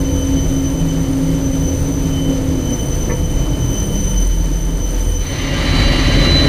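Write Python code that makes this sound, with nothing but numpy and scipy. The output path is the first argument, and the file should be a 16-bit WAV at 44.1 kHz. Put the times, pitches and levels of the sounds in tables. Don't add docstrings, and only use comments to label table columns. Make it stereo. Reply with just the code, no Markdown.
import sys
import numpy as np
from scipy import signal
from scipy.fft import rfft, irfft
from scipy.io import wavfile
from scipy.ndimage import uniform_filter1d, minimum_filter1d

SR = 44100
rng = np.random.default_rng(int(sys.argv[2]) if len(sys.argv) > 2 else 0)


def unload_audio(sound):
    columns = np.transpose(np.atleast_2d(sound))
    steps = np.round(np.clip(columns, -1, 1) * 32767)
    wavfile.write(sys.argv[1], SR, steps.astype(np.int16))


N = 285768
T = np.arange(N) / SR
FREQ = np.maximum(np.arange(N // 2 + 1) * SR / N, 1)
SIDES = np.array([[1], [-1]])
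DISSOLVE_S = (5.19, 5.78)


def undb(db):
    return 10 ** (np.asarray(db) / 20)


def unit(x):
    return x / np.std(np.atleast_2d(x).mean(axis=0))


def curves(table):
    times, *columns = np.transpose(table)
    return [np.interp(T, times, c) for c in columns]


def over_hz(table):
    hz, *columns = np.transpose(table)
    return [np.interp(np.log(FREQ), np.log(hz), c) for c in columns]


def walk(rate_hz, channels=1):
    x = irfft(rfft(rng.standard_normal((channels, N))) / (1 + (FREQ / rate_hz) ** 2), N)
    return x / x.std(axis=1, keepdims=True)


def turn(hz):
    return 2 * np.pi * (np.cumsum(hz + 0 * T) / SR + rng.random())


def air(gain):
    # frequency_hz, side_minus_mid_db, pan_db
    image = [(50, -21.5, 2.6), (113, -34, -1.5), (202, -6, 3), (403, -10.5, 0), (700, -4.5, 1.5),
             (1350, 3, -2.5), (2280, -1.5, -3), (4240, 1.5, -3), (8500, -0.5, 1), (15000, 0.5, -2)]
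    side_db, pan_db = over_hz(image)
    mid, side = rfft(rng.standard_normal((2, N)))
    spectrum = gain * (mid + SIDES * undb(side_db) * side) * undb(SIDES * pan_db / 2)
    return unit(irfft(spectrum, N))


def wash(colour, flutter_db):
    inside = (FREQ > colour[0][0]) & (FREQ < colour[-1][0])
    return air(undb(over_hz(colour)[0]) * inside) * undb(flutter_db * walk(8.7))


def resonance(hz, width_hz):
    gain = 1 / (1 + ((FREQ - hz) / width_hz) ** 2)
    return gain / np.linalg.norm(gain)


def unsteady_tones(table, width_hz):
    gain = np.sqrt(sum((undb(db) * resonance(hz, width_hz)) ** 2 for hz, db in table))
    return air(gain) * np.linalg.norm(gain)


def eased(drop_db, span_s=(4.08, 4.35)):
    return undb(-drop_db * np.interp(T, span_s, (0, 1)))


def tug_gears():
    # time_s, speed_hz, level_db
    drive = [(0, 54.09, 1), (.7, 54, -3), (1.2, 53.6, 1.5), (1.8, 54.3, -3), (2.3, 54.04, 2),
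             (2.55, 53.2, 2), (2.7, 48.35, -2.5), (2.85, 45.2, -7.5), (3.35, 44.47, -7.5), (3.65, 41, 0),
             (4.0, 39.18, -3.5), (4.2, 38, -1), (4.4, 37.5, -41)]
    # frequency_hz, gain_db
    body = [(112, -44), (122, -21), (136, -21), (148, -34), (162, -21.5), (176, -28), (196, -19),
            (216, -34.5), (240, -16.5), (270, -18), (340, -64), (445, -29), (500, -41), (540, -34.5),
            (600, -57), (675, -30), (790, -53.5)]
    shaft_hz, drive_db = curves(drive)
    body_hz, body_db = np.transpose(body)
    phase = turn(shaft_hz * (1 + 0.0018 * walk(7.5)[0]))
    gears = 0
    for k in (3, 5, 10, 15):
        level_db = drive_db + np.interp(k * shaft_hz, body_hz, body_db) + 1.85 * walk(3)
        gears = gears + np.sin(k * phase) * undb(level_db)
    return gears * undb(SIDES)


def tug_diesel():
    # pitch_hz, level_db
    orders = [(27.5, -38), (41, -34.5), (52.5, -29.5), (82, -28.5), (104, -40), (122.5, -51), (163, -29.5),
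              (283, -38.5), (345, -42), (403, -52), (484, -48), (499, -38)]
    return unsteady_tones(orders, width_hz=1.5) * undb(1.9) * eased(drop_db=4, span_s=(2, 3.9))


def tug_flow():
    # frequency_hz, density_db
    rumble_colour = [(16, -27), (27, 2), (43, -4), (102, -6.5), (157, -6), (172, -7.5), (189, -15),
                     (200, -20), (260, -18.5), (440, -120)]
    # frequency_hz, density_db
    roar_colour = [(100, -47), (170, -19), (205, -7), (227, -11.5), (284, 0), (350, -8.5), (373, -9.5),
                   (490, -12), (564, -15), (611, -13), (716, -21), (909, -22), (1400, -30), (1820, -75),
                   (3080, -120)]
    rumble = wash(rumble_colour, flutter_db=0.3) * undb(-19.5) * eased(drop_db=5.5)
    roar = wash(roar_colour, flutter_db=1.1) * undb(-25.5) * eased(drop_db=3)
    return rumble + roar


def blade_tone(hz, wander, flutter_db, pan_db, lag_rad=0):
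    bend = wander * (walk(13.5) + 0.58 * walk(2.7, channels=2))
    tone = np.sin(turn(hz) + bend + SIDES * lag_rad / 2)
    return unit(tone * undb(flutter_db * walk(38, channels=2) + SIDES * pan_db / 2))


def fading(rate_hz=13.5, common_db=1.5, sway_db=2.5):
    return undb(common_db * walk(rate_hz) + sway_db * walk(rate_hz, channels=2))


def skirt(hz, width_hz, pan_db):
    gain = (1 + (2 * (FREQ - hz) / width_hz) ** 2) ** -.7
    return air(gain) * undb(SIDES * pan_db / 2)


def compressor_whine(blade_hz=3039):
    # time_s, level_db, pan_db
    blade_drift = [(0, -40.5, 3), (0.3, -45.5, -14), (0.65, -47, -11), (0.9, -45.5, -13), (1.4, -51.5, 11),
                   (1.7, -44, -1), (1.98, -54, -2), (2.15, -36, 4), (2.5, -44.5, -0.5), (2.78, -42.5, -6),
                   (3.1, -46, -1), (3.45, -40.9, 7.5), (3.85, -39.5, -7.5), (4.25, -40.5, -10.5),
                   (4.6, -50, 0), (5.2, -42.5, -4)]
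    # time_s, level_db, pan_db
    octave_drift = [(0, -37.5, -13), (0.55, -37.5, -8), (1.0, -41, -8), (1.45, -41, -10.6),
                    (1.68, -34, -14), (2.1, -38, -5.1), (2.55, -43.5, -12), (2.82, -32, -12),
                    (3.1, -35.5, 13), (3.55, -40, 3), (3.72, -30, -4), (4.28, -31, 5), (4.5, -39, 2),
                    (4.75, -37.5, 2), (5.05, -31, 1), (5.2, -33.5, -1)]
    # multiple, core_db, skirt_db, width_hz, pan_db
    overtones = [(2, 0, -5.5, 100, -3), (3, -19.5, -14, 170, 2), (4, -24, -20, 280, -1),
                 (5, -34, -21.5, 350, 0)]
    blade_db, blade_pan_db = curves(blade_drift)
    octave_db, octave_pan_db = curves(octave_drift)
    tone = blade_tone(blade_hz, wander=0.37, flutter_db=1.2, pan_db=blade_pan_db, lag_rad=1.96)
    whine = tone * undb(blade_db + 2) * fading()
    whine += skirt(blade_hz, width_hz=77, pan_db=0) * undb(-48.5)
    steady_db = (octave_db + octave_db.mean()) / 2
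    sway_db = octave_pan_db - octave_pan_db.mean()
    for k, core_db, skirt_db, width_hz, pan_db in overtones:
        core = blade_tone(k * blade_hz, wander=.6, flutter_db=2, pan_db=pan_db + sway_db) * fading()
        whine += core * undb(octave_db + core_db)
        whine += skirt(k * blade_hz, width_hz, pan_db) * undb(steady_db + skirt_db + 5)
    return whine


def intake_hiss():
    # frequency_hz, density_db
    colour = [(900, -5), (1500, -1.5), (2000, -0.5), (2600, -4.5), (3900, -5.5), (4400, -5), (5100, -8),
              (7000, -8), (8800, -11), (10200, -21.5), (11700, -7.5), (13500, -17.5), (15500, -29)]
    hum = unsteady_tones([(893, -47)], width_hz=14)
    return hum + wash(colour, flutter_db=0.76) * undb(-37.5) * eased(drop_db=1.2)


def tow_bar(contact_s=.0013):
    # pitch_hz, level_db, t60_s
    modes = [(470, -22, .1), (497, -18, .2), (947, -27, .16), (1130, -29, .07), (1320, -32, .06),
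             (1770, -26, .08), (1840, -28, .07), (2005, -26, .14), (2140, -32, .07), (2330, -35, .06)]
    # start_s, strength_db
    knocks = [(3.092, -4), (3.099, 0), (3.107, 0), (3.118, 1), (3.139, -9)]
    t = T[:SR // 2]
    ring = sum(undb(db - 60 * t / t60) * np.sin(2 * np.pi * hz * t) for hz, db, t60 in modes)
    push = sum(undb(db) * (T > s) * np.exp(-np.abs(T - s) / contact_s) for s, db in knocks)
    grit = rng.standard_normal(N) + 0.56 * rng.standard_normal((2, N))
    blunt = signal.butter(4, 2400, fs=SR, output="sos")
    force = signal.sosfilt(blunt, grit * push) / np.sqrt(contact_s * SR)
    return signal.fftconvolve(force, ring[None], axes=1)[:, :N] * undb(0.5)


def tug_boom(beat_hz=9, beat_from_s=4.4, crest_s=4.98):
    # time_s, pitch_hz, level_db
    boom = [(3.0, 46.33, -59), (3.25, 45.74, -19), (4.04, 45, -19.5), (4.16, 43.7, -9.5),
            (4.6, 42.95, -14.5), (5.08, 41.4, -12), (5.3, 39.1, -22)]
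    hz, db = curves(boom)
    phase = turn(hz)
    beat = 2 * np.pi * beat_hz * (T - crest_s)
    depth = np.clip(0.45 * (T - beat_from_s), 0, 0.45)
    return (np.sin(phase) + depth * np.sin(phase + beat)) * undb(db)


def whistle():
    # time_s, level_db
    course = [(5.22, -38.5), (5.42, -52), (5.6, -42), (5.67, -32.5), (5.83, -26), (6.03, -31.5),
              (6.2, -24.5), (6.37, -14.5), (6.48, -24.5)]
    tone = blade_tone(4005.5, wander=0.23, flutter_db=0.5, pan_db=-1, lag_rad=-0.58)
    return tone * undb(curves(course)[0])


def swell(level_db, db_per_s):
    return undb(level_db + db_per_s * (T - DISSOLVE_S[1]))


def exhaust():
    # frequency_hz, density_db
    colour = [(29, -42), (50, -4), (107, -5.5), (150, -1.5), (194, -14), (235, -9.5), (269, -1.5),
              (314, -11.5), (355, -9.5), (391, -22.5), (425, -11.5), (457, -24.5), (555, -9.5), (626, -18),
              (900, -34.5), (1170, -54), (1980, -120)]
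    return wash(colour, flutter_db=0.5) * swell(-16, db_per_s=4.5)


def buffeting(hz=41.25):
    swing = np.sin(turn(hz) + .7 * walk(6)) * undb(3 * walk(8))
    octave = air(resonance(2 * hz, width_hz=18)) * undb(-6)
    return (swing + octave) * swell(-14, db_per_s=4.5)


def fan_rush():
    # frequency_hz, density_db
    colour = [(700, -7.5), (1150, -8), (1550, -10.5), (2000, -2), (2350, -5), (2650, -12), (2950, -10),
              (3400, -11.5), (4050, -7.5), (4650, -11), (4850, -16.5), (6300, -18.5), (9000, -30),
              (15000, -34)]
    return wash(colour, flutter_db=1.25) * swell(-24, db_per_s=3)


def rotor_tones():
    # pitch_hz, level_db
    fan = [(1034, -37.5), (1179, -34.5), (1324, -39), (1615, -37), (1733, -53), (1863, -55), (1949, -31),
           (2062, -54), (2126, -49), (2202, -56), (2272, -34.5), (2815, -32), (2891, -39)]
    # pitch_hz, level_db
    stages = [(4221, -49), (4581, -41.5)]
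    return unsteady_tones(fan, width_hz=7.9) * undb(-2.5) + unsteady_tones(stages, width_hz=2.4) * undb(1)


def close_whine(fade, blade_hz=3049):
    # multiple, width_hz, level_db
    bands = [(2, 60, -39), (3, 250, -48)]
    tone = blade_tone(blade_hz, wander=0.28, flutter_db=3.5, pan_db=-7.5, lag_rad=-2.28) * undb(-29.5)
    skirts = sum(skirt(k * blade_hz, width_hz, pan_db=6) * undb(db) for k, width_hz, db in bands)
    return fade ** 0.65 * tone + fade * skirts


def scene():
    fade = np.interp(T, DISSOLVE_S, (0, 1))
    tug = tug_gears() + tug_diesel() + tug_flow() + tug_boom()
    nose = tug + compressor_whine() + intake_hiss() + tow_bar()
    close = fade ** 0.58 * exhaust()
    close += fade * (buffeting() + rotor_tones())
    close += fade ** 0.43 * fan_rush()
    close += np.minimum(8 * fade, 1) * whistle()
    close += close_whine(fade)
    return (1 - fade) * nose + close


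def record(dry, top_hz=15450):
    headroom = minimum_filter1d(1 / np.maximum(np.abs(dry).max(axis=0), 1), size=441)
    limited = dry * uniform_filter1d(headroom, size=441)
    soft_start = np.minimum(T / .002, 1)
    low_pass = signal.ellip(12, .1, 90, top_hz, fs=SR, output="sos")
    return signal.sosfilt(low_pass, limited * soft_start)


dry = scene()
out = record(dry)
unload_audio(out)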